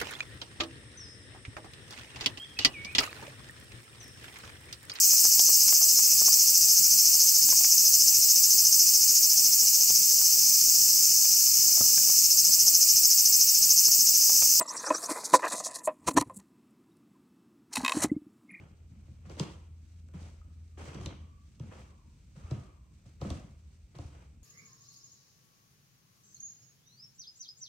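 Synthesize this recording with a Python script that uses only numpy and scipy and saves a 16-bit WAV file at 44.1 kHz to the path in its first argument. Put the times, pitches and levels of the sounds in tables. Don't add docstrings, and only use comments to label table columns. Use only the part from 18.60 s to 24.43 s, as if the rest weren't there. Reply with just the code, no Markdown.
import sys
import numpy as np
from scipy import signal
from scipy.fft import rfft, irfft, next_fast_len
from scipy.io import wavfile
from scipy.ndimage import map_coordinates

SR = 44100
rng = np.random.default_rng(int(sys.argv[2]) if len(sys.argv) > 2 else 0)


def wav_out(sig):
    wavfile.write(sys.argv[1], SR, np.round(np.clip(np.atleast_2d(sig).T, -1, 1) * 32767).astype(np.int16))


def boost(x):
    u = np.asarray(x, float) / 20
    return 10 ** u


N = 257146


def unit(x):
    return x / np.sqrt(np.mean(x ** 2) + 1e-20)


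def along(points, hz):
    f, v = np.transpose(points)
    return np.interp(np.log(hz + 1), np.log(f + 1), v)


def curves(rows):
    s, *columns = np.transpose(rows)
    return [np.interp(np.arange(N) / SR, s, column) for column in columns]


def wobble(rate):
    knots = rng.standard_normal(int(N * rate / SR) + 4)
    return map_coordinates(knots, [np.arange(N) * rate / SR])


def filtered(x, response):
    n = x.shape[-1]
    m = next_fast_len(n + 8192)
    return irfft(rfft(x, m) * response(np.fft.rfftfreq(m, 1 / SR)), m)[..., :n]


def modes(table):
    def response(f):
        total = 0
        for k, (centre, width, db) in enumerate(table):
            resonance = 1j * f * width / (centre * centre - f * f + 1j * f * width)
            total = total + (-1) ** k * boost(db) * resonance
        return total
    return response


def rush(spectrum, grain_db=0):
    lumps = boost(grain_db * wobble(160) + grain_db * wobble(35))
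    noise = lumps * rng.standard_normal((2, N))
    return unit(filtered(noise, lambda hz: boost(along(spectrum, hz))))


def tone(hz, db, waver_hz, rough_db, rate):
    phase = 2 * np.pi * np.cumsum(hz + waver_hz * wobble(rate)) / SR
    return np.sqrt(2) * boost(db + rough_db * wobble(rate)) * np.sin(phase)


def stroke(start, length, rise, fall_db):
    t = np.arange(N) / SR - start
    return np.clip(t / rise, 0, 1) ** 2 * boost(-fall_db * np.clip(t - length, 0, None))


def hush():
    # (frequency [Hz], relative level per Hz [dB])
    hush_colour = [(53, -22.5), (90, -2.5), (155, -9), (201, -15), (266, -23), (392, -24), (1350, -54),
                   (2370, -32.5), (3420, -43.5), (6400, -40), (8670, -37), (10100, -67), (11200, -74),
                   (12500, -41), (15900, -54)]
    return boost(-66) * rush(hush_colour)


def rumble():
    # (frequency [Hz], relative level per Hz [dB])
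    rumble_colour = [(12, -66), (20, -29), (27, -22), (42, -1.5), (64, 9.5), (86, -3), (110, -22),
                     (140, -52), (240, -120)]
    return boost(-57.5) * rush(rumble_colour)


def hum():
    # (time [s], pitch [Hz], level [dB])
    hum_course = [(0, 82.5, -60), (.5, 82, -53.5), (1.5, 81.5, -50), (2.4, 81, -51.5), (3.0, 80.04, -58),
                  (3.5, 79, -66), (4.6, 77.32, -62.5), (5.83, 77, -56.5)]
    line = tone(*curves(hum_course), waver_hz=0.67, rough_db=2.0, rate=11)
    return line * [[1], [.3]]


def whines():
    # (start [s], length [s], first pitch [Hz], last pitch [Hz], starting level [dB])
    whine_rows = [(2.05, .76, 1215, 1116, -84), (3.171, .3, 1134, 950, -78.5),
                  (3.75, .55, 1231, 1050, -71.5)]
    whine_fades = (6.5, 0, -15)
    edge_s, sag_curve = .07, 1.5
    t, out = np.arange(N) / SR, 0
    for (s, length, first_hz, last_hz, db), fade_db in zip(whine_rows, whine_fades):
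        done = np.clip((t - s) / length, 0, 1)
        edge = np.clip(np.minimum(done, 1 - done) * length / edge_s, 0, 1)
        hz = first_hz + (last_hz - first_hz) * done ** sag_curve
        out = out + edge * tone(hz, db + fade_db * done, waver_hz=55, rough_db=3.5, rate=110)
    return out


def pip():
    # (pitch [Hz], starting level [dB], time to fall by 60 dB [s])
    pip_settings = (1270, -54, .04)
    hz, db, t60 = pip_settings
    t = np.clip(np.arange(N) / SR - 1.8158, 0, None)
    return boost(db - 60 * t / t60) * np.sin(2 * np.pi * hz * t)


def slide():
    # (length [s], level [dB], rise [s], fall [dB per s])
    slide_settings = (0.32, -63, 0.2, 84)
    # (centre [Hz], width [Hz], relative level [dB])
    rasp_bands = [(1100, 320, -1), (2550, 1300, -5.5), (3310, 170, 1.5), (4530, 370, -6), (6000, 1100, -5)]
    length, db, rise, fall_db = slide_settings
    noise = rng.standard_normal((2, N))
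    rasp = unit(filtered(noise, lambda hz: modes(rasp_bands)(hz) ** 2))
    return boost(db) * stroke(2.168, length, rise, fall_db) * rasp


def stroke_power(kind):
    # (start [s], length [s], hiss level [dB], dull scrape level [dB],
    # level of the load on the stair [dB])
    stroke_rows = [(-0.1, .15, -78, -62.5, -54), (0.284, 0.37, -100, -77.5, -59),
                   (0.639, 0.035, -70.5, -64.5, -45), (0.682, 0.033, -62, -57, -59),
                   (0.767, 0.054, -53.5, -49.5, -48.5), (1.526, 0.062, -67, -60, -50.5),
                   (1.583, 0.084, -64.5, -61, -52), (2.165, 0.11, -58, -52, -49.5),
                   (2.316, 0.17, -64.5, -55.5, -45), (2.991, .09, -70, -63.5, -48),
                   (3.101, 0.09, -63.5, -56.5, -58), (3.225, 0.038, -75, -71.5, -64),
                   (3.745, 0.18, -68.5, -63.5, -56.5), (3.892, 0.039, -62.5, -57, -42.5),
                   (3.979, 0.037, -70.5, -61.5, -57), (4.44, .04, -70, -71.5, -55.5),
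                   (4.596, 0.15, -58.5, -55, -42), (5.336, 0.021, -64, -58.5, -55),
                   (5.381, 0.088, -65, -66.5, -53), (5.5, .11, -71.5, -64, -59.5)]
    # (hiss [s], scrape [s], load [s])
    rise_times = (0.024, 0.016, 0.038)
    # (hiss [dB per s], scrape [dB per s], load [dB per s])
    fall_rates = (102, 104, 121)
    # (hiss [dB], scrape [dB], load [dB])
    rest_levels = (-81.5, -79.5, -63)
    power = boost(rest_levels[kind]) ** 2
    for s, length, *levels in stroke_rows:
        gain = stroke(s, length, rise_times[kind], fall_rates[kind])
        power = power + (boost(levels[kind]) * gain) ** 2
    return power


def load():
    # (frequency [Hz], relative level per Hz [dB])
    load_colour = [(50, -22.5), (85, -4), (167, -8), (242, -13.5), (280, -23), (300, -16), (390, -40),
                   (660, -120)]
    return np.sqrt(stroke_power(2)) * rush(load_colour, grain_db=2.5)


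def scrape():
    # (frequency [Hz], relative level per Hz [dB])
    scrape_colour = [(160, -28), (270, -4.5), (311, -4), (366, -3.5), (417, -3.5), (546, -5), (1020, -10),
                     (1140, -9), (1860, -13.5), (3340, -18), (3600, -44), (4680, -44), (7920, -120)]
    return np.sqrt(stroke_power(1)) * rush(scrape_colour, grain_db=1.5)


def hiss():
    # (frequency [Hz], relative level per Hz [dB])
    brush_colour = [(760, -35.5), (1300, -8.5), (1870, -9), (3360, -11.5), (3650, -9), (4490, -10),
                    (5960, -8.5), (7650, -11.5), (8760, -14.5), (10300, -21), (10800, -29), (14000, -31.5),
                    (15700, -29.5)]
    # (middle [s], half length [s], level [dB])
    swing_rows = [(.47, .17, -77), (1.31, .12, -74.5), (2.06, .14, -76), (2.93, .12, -73.5),
                  (3.6, .19, -75.5), (4.4, .08, -75), (5.15, .2, -76)]
    power = stroke_power(0)
    for s, half, db in swing_rows:
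        power = power + boost(db) ** 2 * np.exp(-((np.arange(N) / SR - s) / half) ** 2)
    return np.sqrt(power) * rush(brush_colour, grain_db=1.17)


def sweep(f, s):
    return np.exp(-2j * np.pi * s * f * (1 + np.log(14000 / (f + 1))))


def snap(t, snap_db):
    # (snap level [dB], centre [Hz])
    snap_pitch = [(-58.5, 1230), (-49, 4100), (-29, 4360)]
    snap_hz = np.interp(snap_db, *np.transpose(snap_pitch))

    def response(f):
        bump = np.exp(-.5 * (np.log(f / snap_hz + 1e-9) / 0.35) ** 2)
        band = 0.34 * f / (f + 1500) + bump
        return band * sweep(f, 0.0017) / (1 + (f / 9500) ** 8)

    ragged = 0.24 * rng.standard_normal(len(t)) * np.exp(-t / 0.002)
    return filtered((t == 0) + ragged, response)


def knock(t):
    # (centre [Hz], width [Hz], relative level [dB])
    board_modes = [(283, 47, 4), (367.5, 83, 0), (529.7, 54, 1), (718, 90, -8), (950, 204, -11.5),
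                   (1339, 120, -15.5)]
    ragged = 0.096 * rng.standard_normal(len(t)) * np.exp(-t / 0.0075)
    return filtered((t == 0) + ragged, lambda f: modes(board_modes)(f) * sweep(f, 0.0011))


def thud(t, thud_hz):
    # (centre [Hz], width [Hz], relative level [dB])
    tread_modes = [(77, 12, 3.5), (101.5, 17, 2.5), (148, 25, -18), (169, 23, -11), (198, 17, 0.5),
                   (248, 25, -19)]
    late = .018
    swell = (t / late * np.exp(1 - t / late)) ** 9.5
    bounce = -swell * np.cos(2 * np.pi * thud_hz * (t - late))
    return bounce + 0.43 * filtered(bounce, modes(tread_modes))


def steps():
    # (time [s], snap peak [dB], knock peak [dB], thud peak [dB], thud pitch [Hz])
    contacts = [(0.4782, -68, -56.5, -45, 99), (0.6535, -84, -66, -51, 81), (0.696, -45, -42.5, -44.5, 132),
                (0.7663, -52, -42.5, -45, 101), (0.7955, -23.5, -28, -23, 159.5),
                (1.484, -58, -60.5, -57, 82), (1.5364, -58, -45, -36.5, 162), (1.627, -50, -54.5, -49, 87),
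                (2.172, -77, -44, -69, 86), (2.273, -66, -45.5, -39.5, 126), (2.3448, -42, -40, -58, 109),
                (2.4103, -46.5, -42.5, -32, 95), (2.4582, -30.5, -37.5, -30, 106.7),
                (2.9958, -47.5, -42.5, -31.5, 127), (3.068, -62, -51.5, -51, 106),
                (3.115, -58, -46, -57, 120), (3.7605, -58.5, -57, -43, 150), (3.8342, -62, -76, -34, 84),
                (3.909, -40, -33, -23.5, 116), (4.453, -73, -58, -46.5, 109),
                (4.613, -38.5, -32.5, -29, 109), (4.6447, -60, -36, -33.5, 195),
                (4.7014, -32.5, -30.5, -26.5, 86.36), (5.351, -53, -51.5, -42, 143),
                (5.3849, -46, -40, -33.5, 104), (5.4411, -65, -66, -36.5, 86)]
    out, t = np.zeros(N + SR), np.arange(SR // 3) / SR
    for s, snap_db, knock_db, thud_db, thud_hz in contacts:
        parts = [(snap_db, snap(t, snap_db)), (knock_db, knock(t)), (thud_db, thud(t, thud_hz))]
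        for db, part in parts:
            out[round(s * SR):][:len(t)] += boost(db) * part / np.abs(part).max()
    return out[:N]


def stairwell(x):
    # (frequency [Hz], time to fall by 60 dB [s])
    wall_decay = [(100, 0.4), (500, 0.49), (2000, 0.72), (6000, 0.23), (12000, 0.071)]
    out, chunk = np.zeros((2, N + 2 * SR)), SR // 4
    for start in range(0, N, chunk):
        hz, t, z = signal.stft(rng.standard_normal((2, SR // 2)), SR, nperseg=256)
        fading = z * boost(-60 * t / along(wall_decay, hz)[:, None])
        tail = signal.istft(fading, SR, nperseg=256)[1]
        tail = tail / np.linalg.norm(tail[0])
        wet = signal.fftconvolve(x[None, start:start + chunk], tail, axes=1)
        out[:, start + SR // 200:][:, :wet.shape[1]] += wet
    return out[:, :N]


def ports(a, b):
    # (frequency [Hz], likeness of left and right [1 = same])
    likeness = [(30, 0.94), (80, .99), (160, 0.95), (280, 0.73), (700, 0.51), (1300, 0.049), (2200, 0.63),
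                (4000, 0.2), (9000, 0.18), (12000, 0.67)]
    # (frequency [Hz], phase lead [radians])
    left_lead = [(0, -0.5), (1200, 0.31), (1600, 3), (2500, 6.5), (4390, 6), (5940, 11.5), (8180, 20),
                 (10600, 15), (11500, 17), (15800, 11)]

    def shares(hz):
        turn = np.arccos(np.clip(along(likeness, hz), -1, 1)) / 2
        return np.array([np.cos(turn), np.sin(turn)])

    def lead(hz):
        return np.exp(.5j * along(left_lead, hz) * np.array([[1], [-1]]))

    mid, side = filtered(np.array([a, b]), shares)
    return filtered(np.array([mid + side, mid - side]), lead)


def scene():
    # (frequency [Hz], level [dB])
    wall_return = [(100, -18), (300, -6), (1000, -7.5), (5000, -11.5)]
    near = steps() + pip()
    returned = filtered(near, lambda hz: boost(along(wall_return, hz)))
    tails = stairwell(returned + whines())
    rubbing = hiss() + scrape() + load() + slide()
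    house = hum() + rumble() + hush()
    a, b = tails + rubbing + house
    wall = np.pad(near, (SR // 700, 0))[:N]
    return ports(a + near, b + 0.57 * wall)


def band_limit(x):
    return signal.sosfilt(signal.butter(12, 16240, fs=SR, output="sos"), x)


def record(dry):
    return band_limit(dry)


dry = scene()
out = record(dry)
wav_out(out)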